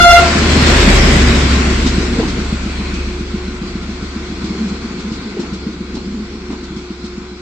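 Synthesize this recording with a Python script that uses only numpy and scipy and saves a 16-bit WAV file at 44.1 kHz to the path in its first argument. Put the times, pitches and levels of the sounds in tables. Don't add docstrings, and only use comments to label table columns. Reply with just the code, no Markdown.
import sys
import numpy as np
from scipy import signal
from scipy.fft import rfft, irfft, next_fast_len
from scipy.io import wavfile
from scipy.ndimage import uniform_filter1d, map_coordinates

SR = 44100
rng = np.random.default_rng(int(sys.argv[2]) if len(sys.argv) > 2 else 0)


def digitize_waveform(pressure):
    field = np.atleast_2d(pressure).T
    bounded = np.clip(field, -1, 1)
    quanta = np.round(bounded * 32767).astype(np.int16)
    wavfile.write(sys.argv[1], SR, quanta)


N = 326781

# t/s, f/Hz
SHAFT_SPEED = [(0, 15), (.6, 15), (.9, 13.9), (1.1, 13.6), (1.4, 13.5), (3.3, 13.58), (3.8, 14), (7.41, 13)]
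# multiple of the shaft speed, level/dB relative to the drone
WEAK_NOTES = [(2, -15), (2.5, -24), (3.5, -37.5), (4.5, -32), (5.5, -17.5), (6, -16.5), (8, -14.5)]
# t/s, drone dip/dB, exhaust dip/dB
ENGINE_DIPS = [(.1, -6, -12), (.31, 2, 11), (.6, 0, 7), (.92, 5, -1.5), (1.54, -1, 18), (1.83, -0.5, -2.5),
               (2.27, 4.5, -1), (3.05, -2.5, -4), (3.66, 6, -1), (4.23, 1.5, 3), (4.62, -1, 9),
               (4.96, 5, 3), (5.33, 11, 7), (5.7, -0.5, 5), (6.95, 1, 11), (7.35, 3.5, 10)]
# t/s, level/dB
FAN_LEVEL = [(0, -23), (2.5, -46), (3.1, -29.5), (4.2, -37), (5.5, -38.5), (6.3, -35), (7.41, -34)]
# t/s, level/dB
SHAKES = [(.66, -19), (1.49, -28), (1.86, -21), (2.275, -28), (2.935, -31), (4.44, -33), (4.68, -35),
          (4.99, -35), (5.12, -34), (5.395, -32), (5.53, -35), (5.94, -34.5), (6.51, -40), (6.63, -37.5),
          (6.76, -37), (7.04, -36)]
# f/Hz, level/dB
STEEL_COLOUR = [(1500, -16), (3000, -4.5), (4300, 0.5), (5500, -3), (7700, -10), (9000, -27.5),
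                (13000, -72)]
# t/s, half length/s, level/dB
RAIL_RIPPLES = [(4.627, 0.039, -14.5), (5.068, .025, -17), (6.16, 0.051, -18.5)]
# t/s, half length/s, f/Hz, level/dB
RIM_RINGS = [(.73, .08, 1800, -22.5), (1.03, .2, 2100, -22.5), (2.6, .2, 2480, -40), (2.92, .17, 2410, -36)]
# multiple of its pitch, level/dB
RIM_COLOUR = [(.7, -40), (.9, -6), (.96, -2), (1, -5), (1.04, -2.5), (1.12, -7.5), (1.5, -26), (1.68, -20),
              (1.77, -12.5), (1.86, -20), (2.2, -40), (3, -98)]
# t/s, level/dB, starting f/Hz
RAIL_JOINTS = [(.555, -12, 337), (.58, -11, 298), (1.853, -8.5, 288), (2.168, -17, 502), (2.192, -11, 507),
               (2.226, -11, 373), (2.251, -19, 225), (2.279, -18, 332), (2.799, -22, 398),
               (4.548, -19, 418), (4.614, -27, 333), (5.365, -20, 442), (5.394, -18, 296), (5.43, -19, 254),
               (5.95, -26.5, 412), (5.967, -17, 272), (6.501, -18, 311), (6.524, -18, 252),
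               (6.557, -25.5, 258)]
# f/Hz, level/dB
CLACK_COLOUR = [(200, -22), (330, 12), (480, -10), (620, -7), (850, -6), (1400, -18.5), (3000, -16.5),
                (6000, -77)]
# f/Hz, level/dB, 60 dB fade time/s, loss per doubled distance/dB
TRACK_NOTES = [(135, 3, 0.059, 6.5), (183, -6, 0.12, 5), (214.2, 0.5, 0.077, 0.5), (253, -10, 0.098, 7),
               (321.8, -12.5, 0.17, 1)]
# t/s, peak level/dB
HARD_KNOCKS = [(0.571, -6.5), (0.873, 2), (1.054, -12), (1.978, -4), (2.184, -4), (2.523, -7.5),
               (2.658, -10.5), (3.341, -9.5), (3.751, -11.5), (4.319, -17), (4.438, -10), (4.503, -10.5),
               (5.114, -10.5), (5.524, -11), (5.665, -10.5), (5.806, -15.5), (5.94, -15), (6.192, -15.5),
               (6.705, -15.5), (6.764, -12.5), (7.038, -16)]
# t/s, rumble level/dB, roar level/dB
ROLLING_LEVELS = [(0, -21, -25), (.14, -22, -14), (.25, -20.5, -16.5), (.47, -15.5, -17.5),
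                  (.72, -15, -13.5), (1.05, -13, -15), (1.45, -17, -18.5), (2.1, -20.5, -26),
                  (2.45, -24.5, -29), (2.88, -28, -31), (3.27, -28.5, -34), (4.05, -30.5, -34.5),
                  (4.6, -27, -33), (5.4, -29.5, -36), (5.8, -30, -38), (6.15, -30, -37.5),
                  (6.85, -34.5, -38.5), (7.41, -36, -40.5)]
# f/Hz, level/dB
NEAR_RUMBLE = [(47, -37), (80, -18), (100, -9), (135, -5.5), (194, -13), (233, -0.5), (274, -7.5),
               (371, -8.5), (428, -14), (600, -31.5), (780, -50), (1320, -120)]
FAR_RUMBLE = [(30, -24), (90, -7), (125, -35), (155, -7.5), (190, 3), (220, -2.5), (270, -3.5), (370, -7.5),
              (420, -9.5), (500, -15), (620, -37), (900, -75.5)]
NEAR_ROAR = [(280, -11), (480, 0), (637, 0), (831, -5.5), (968, -4), (1060, -0.5), (1220, -5.5), (1400, -2),
             (1750, -1), (2080, -1.5), (2550, -2.5), (3040, -7), (3300, -13), (4290, -26), (7260, -120)]
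FAR_ROAR = [(310, -52), (520, -13.5), (612, -8), (698, 2), (754, -2), (860, 0), (936, -2.5), (1010, 3.5),
            (1150, 1), (1430, 4), (1520, 4), (1700, -5.5), (2220, 2), (2760, -4), (3300, -9.5), (4290, -15),
            (7260, -120)]
NEAR_HISS = [(2600, -14.5), (3300, 3.5), (4300, 1.5), (5500, -0.5), (6300, -4.5), (7600, -2.5),
             (8400, -9.5), (9200, -26), (12500, -32.5), (13500, -81.5)]
FAR_HISS = [(2600, -26), (3300, 0), (3700, -1.5), (4250, 3.5), (5000, -2), (6300, -7), (7700, -11.5),
            (8400, -23.5), (9200, -40), (12500, -52.5), (13500, -93)]
# f/Hz, likeness (1 = the same)
NEAR_LIKENESS = [(60, 1), (120, 1), (250, 0.96), (500, 0.66), (1000, 0), (2000, 0.17), (8000, 0)]
FAR_LIKENESS = [(120, 1), (250, 1), (500, 0.86), (1000, 0.76), (2000, 0.25), (4000, .12), (8000, .12)]
# multiple of its pitch, relative level/dB, echo share (0-1), opening rise/dB
HORN_HARMONICS = [(1, 0, .02, 17), (2, -6.5, .22, 0), (3, -13, .4, 9), (4, -18.5, .5, 6), (5, -18.5, .4, 3),
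                  (6, -17, .25, 4), (7, -25.5, .35, 7), (8, -23, .25, 12), (9, -27, .35, 7),
                  (10, -34, .4, 4)]
# f/Hz, level/dB
MIC_TREBLE = [(8500, -0.5), (12000, 3), (16000, -5)]

PASS_S, SPEED_M_PER_S, CLOSEST_M = 1, 19.4, 9.2
HORN_HZ, HORN_SAG_HZ_PER_S, HORN_DB = 698, 30, 5.3
HORN_FULL_S, HORN_OPENING_S = .065, .024
HORN_OFF_S, HORN_FADE_DB_PER_S, ECHO_FADE_DB_PER_S = .157, 250, 125
TIME = np.arange(N) / SR


def amp(db):
    return 10 ** (np.asarray(db) / 20)


def unit(x):
    return x / np.sqrt(np.mean(x ** 2) + 1e-20)


def along(points, hz):
    f, v = np.transpose(points)
    return np.interp(np.log(hz + 1), np.log(f + 1), v)


def curves(rows):
    s, *cols = np.transpose(rows)
    return [np.interp(TIME, s, c) for c in cols]


def wobble(rate, size=N):
    points = rng.standard_normal(int(size * rate / SR) + 4)
    return map_coordinates(points, [np.arange(size) * rate / SR])


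def phase_of(hz):
    return 2 * np.pi * np.cumsum(hz) / SR


def filtered(x, response):
    m = next_fast_len(N + SR // 4)
    return irfft(rfft(x, m) * response(np.fft.rfftfreq(m, 1 / SR)), m)[..., :N]


def add(track, s, sound):
    start = max(round(s * SR), 0)
    part = track[start:start + len(sound)]
    part += sound[:len(part)]


def rush(colour, likeness, patchy_db, lag_s=0):
    spectrum = signal.stft(rng.standard_normal((2, N)), nperseg=512)[2]
    patches = uniform_filter1d(rng.standard_normal(spectrum.shape[1:]), size=4, axis=0)
    patches = uniform_filter1d(patches, size=14, axis=1)
    pair = signal.istft(spectrum * amp(patchy_db * unit(patches)), nperseg=512)[1][:, :N]
    spread = lambda hz: np.arccos(np.clip(along(likeness, hz), -1, 1)) / 2
    gains = lambda hz: amp(along(colour, hz)) * [np.cos(spread(hz)), np.sin(spread(hz))]
    mid, side = filtered(pair, gains)
    delay = lambda hz: np.exp(np.outer([-1j, 1j], np.pi * hz * lag_s))
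    return unit(filtered(np.array([mid + side, mid - side]), delay))


def bursts(rows, rise, t60):
    track, t = np.zeros(N), np.arange(SR // 2) / SR
    shape = (1 - np.exp(-t / rise)) * amp(-60 * t / t60)
    for s, db in rows:
        add(track, s, amp(db) * shape / shape.max())
    return track


def distance(s):
    return np.hypot(CLOSEST_M, SPEED_M_PER_S * (s - PASS_S))


def doublings(s):
    return np.log2(distance(s) / CLOSEST_M)


def swell(s, width):
    return np.exp(-.5 * ((TIME - s) / width) ** 2)


def engine():
    shaft_hz, = curves(SHAFT_SPEED)
    fan_db, = curves(FAN_LEVEL)
    away = doublings(TIME)
    drone_dip_db, exhaust_dip_db = sum(np.outer(dips, swell(s, width=.079)) for s, *dips in ENGINE_DIPS)
    pipe_db = 4 * swell(.91, width=.17)
    drone_db = -11 - 6.5 * away - drone_dip_db + .83 * wobble(10)
    exhaust_db = -15 - 7 * away + pipe_db - exhaust_dip_db + wobble(20)
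    shaft = phase_of(shaft_hz * (1 + .0022 * wobble(13)))
    note = lambda multiple: np.sqrt(2) * np.sin(multiple * shaft + rng.uniform(0, 2 * np.pi))
    weak_notes = sum(amp(db + 2.4 * wobble(2)) * note(multiple) for multiple, db in WEAK_NOTES)
    drone = amp(drone_db) * (note(multiple=5) + amp(-.5 - 1.2 * away) * weak_notes)
    exhaust = amp(exhaust_db) * note(multiple=3)
    fan_gain = amp(fan_db + 1.33 * wobble(9.9))
    fan_hz = 357 * (1 + .0089 * wobble(14))
    return drone + exhaust + fan_gain * np.sqrt(2) * np.sin(phase_of(fan_hz))


def steel_rattle():
    shakes = bursts(SHAKES, rise=.009, t60=.19)
    flicker = amp(-.5 + .96 * wobble(160))
    return shakes * flicker * rush(STEEL_COLOUR, NEAR_LIKENESS, patchy_db=-1)


def ripple_hum():
    swells = sum(amp(db) * swell(s, width) for s, width, db in RAIL_RIPPLES)
    flicker = amp(.52 * wobble(46))
    hum_hz = 210.7 * (1 + .0564 * wobble(70))
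    return swells * flicker * np.sin(phase_of(hum_hz))


def rim_ring():
    out = np.zeros((2, N))
    for s, width, hz, db in RIM_RINGS:
        colour = [(hz * multiple, level) for multiple, level in RIM_COLOUR]
        out += amp(db) * swell(s, width) * rush(colour, NEAR_LIKENESS, patchy_db=2.5)
    return out


def joint_clunks():
    rise_s, fade_s, sag_octaves_per_s = .008, .047, 12.6
    rings, t = np.zeros(N), np.arange(SR // 4) / SR
    shape = (1 - np.exp(-t / rise_s)) ** 2 * amp(-60 * t / fade_s)
    for s, db, hz in RAIL_JOINTS:
        tone = np.sin(phase_of(hz * 2 ** (-sag_octaves_per_s * t)))
        add(rings, s, amp(db) * shape / shape.max() * tone)
    hits = bursts([(s, db) for s, db, _ in RAIL_JOINTS], rise=.0027, t60=.15)
    return rings + amp(-10) * hits * rush(CLACK_COLOUR, FAR_LIKENESS, patchy_db=4)


def flat_spot_blows():
    anchor_s, turn_s, growth_s = 1.5717, .135827, .0000424
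    turns = np.arange(-int(anchor_s / turn_s), int((N / SR - anchor_s) / turn_s) + 1)
    times = anchor_s + turn_s * turns + growth_s * turns ** 2 / 2
    levels = -7 - 3 * doublings(times) + 1.1 * rng.standard_normal(len(times))
    return [(s, db) for s, db in zip(times, levels)
            if all(abs(s - knock_s) > .02 for knock_s, _ in HARD_KNOCKS)]


def wheel_thumps():
    rise_s = .006
    out, t = np.zeros(N), np.arange(SR // 4) / SR
    hz, note_db, fade_s, loss_db = np.transpose(TRACK_NOTES)[:, :, None]
    for s, db in flat_spot_blows() + list(HARD_KNOCKS):
        strength, detune = rng.standard_normal((2, len(TRACK_NOTES), 1))
        gains = amp(note_db - loss_db * doublings(s) + 1.8 * strength - 60 * t / fade_s)
        tones = np.sin(2 * np.pi * hz * (1 + .027 * detune) * (t - rise_s))
        ring = (gains * tones).sum(0) * (1 - np.exp(-t / rise_s))
        add(out, s, amp(db) * ring / np.abs(ring).max())
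    return out


def passing_noise(near_colour, far_colour, halfway_m, patchy_db):
    near_share = 1 / (1 + (distance(TIME) / halfway_m) ** 1.9)
    near = rush(near_colour, NEAR_LIKENESS, patchy_db)
    far = rush(far_colour, FAR_LIKENESS, patchy_db, lag_s=.00009)
    return np.sqrt(near_share) * near + np.sqrt(1 - near_share) * far


def rolling():
    rumble_db, roar_db = curves(ROLLING_LEVELS)
    hiss_db = -6.5 + .94 * roar_db
    judder = wobble(35)
    rumble = passing_noise(NEAR_RUMBLE, FAR_RUMBLE, halfway_m=27.7, patchy_db=1)
    roar = passing_noise(NEAR_ROAR, FAR_ROAR, halfway_m=29.8, patchy_db=1.14)
    hiss = passing_noise(NEAR_HISS, FAR_HISS, halfway_m=29.8, patchy_db=2.33)
    rumble *= amp(rumble_db + 1.6 + 1.02 * judder) * amp([[.4], [-.4]])
    roar *= amp(roar_db + .38 * judder) * amp([[2.1], [-.6]])
    hiss *= amp(hiss_db + .5 * judder) * amp([[2.2], [2.7]])
    return rumble + roar + hiss


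def echo_flutter(size):
    swirl = lambda rate: unit(wobble(rate, size) + 1j * wobble(rate, size))
    return unit(swirl(rate=42) + amp(-15) * swirl(rate=220))


def horn():
    size = SR // 2
    t = np.arange(size) / SR
    phase = phase_of((HORN_HZ - HORN_SAG_HZ_PER_S * t) * (1 + .0025 * wobble(120, size)))
    since_off = np.maximum(t - HORN_OFF_S, 0)
    held_back = np.interp(t, [HORN_FULL_S - HORN_OPENING_S, HORN_FULL_S], [1, 0])
    out = np.zeros((2, size))
    for multiple, db, echo_share, rise_db in HORN_HARMONICS:
        stereo_shift = np.exp(np.array([[.3j], [-.3j]]) * np.sqrt(multiple))
        dying = since_off * (1 + .35 * (multiple - 1))
        direct = np.sqrt(1 - echo_share) * stereo_shift * amp(-HORN_FADE_DB_PER_S * dying)
        shared, left, right = (echo_flutter(size) for _ in range(3))
        flutter = unit(shared + np.array([left, right]))
        echoes = np.sqrt(echo_share) * flutter * amp(-ECHO_FADE_DB_PER_S * dying)
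        tone = np.imag((direct + echoes) * np.exp(1j * multiple * phase))
        out += amp(db - rise_db * held_back) * tone
    return amp(HORN_DB) * np.pad(out, ((0, 0), (0, N - size)))


def scene():
    return (horn() + engine() + rolling() + rim_ring() + wheel_thumps() + joint_clunks()
            + ripple_hum() + steel_rattle())


def record(dry):
    loudness = np.sqrt(np.abs(uniform_filter1d(dry ** 2, size=SR // 100, axis=1)))
    limited = dry / np.maximum(1, loudness)
    clipped = limited / (1 + np.abs(limited) ** 16) ** (1 / 16)
    return filtered(clipped, lambda hz: amp(along(MIC_TREBLE, hz)) * (hz < 16500))


dry = scene()
out = record(dry)
digitize_waveform(out)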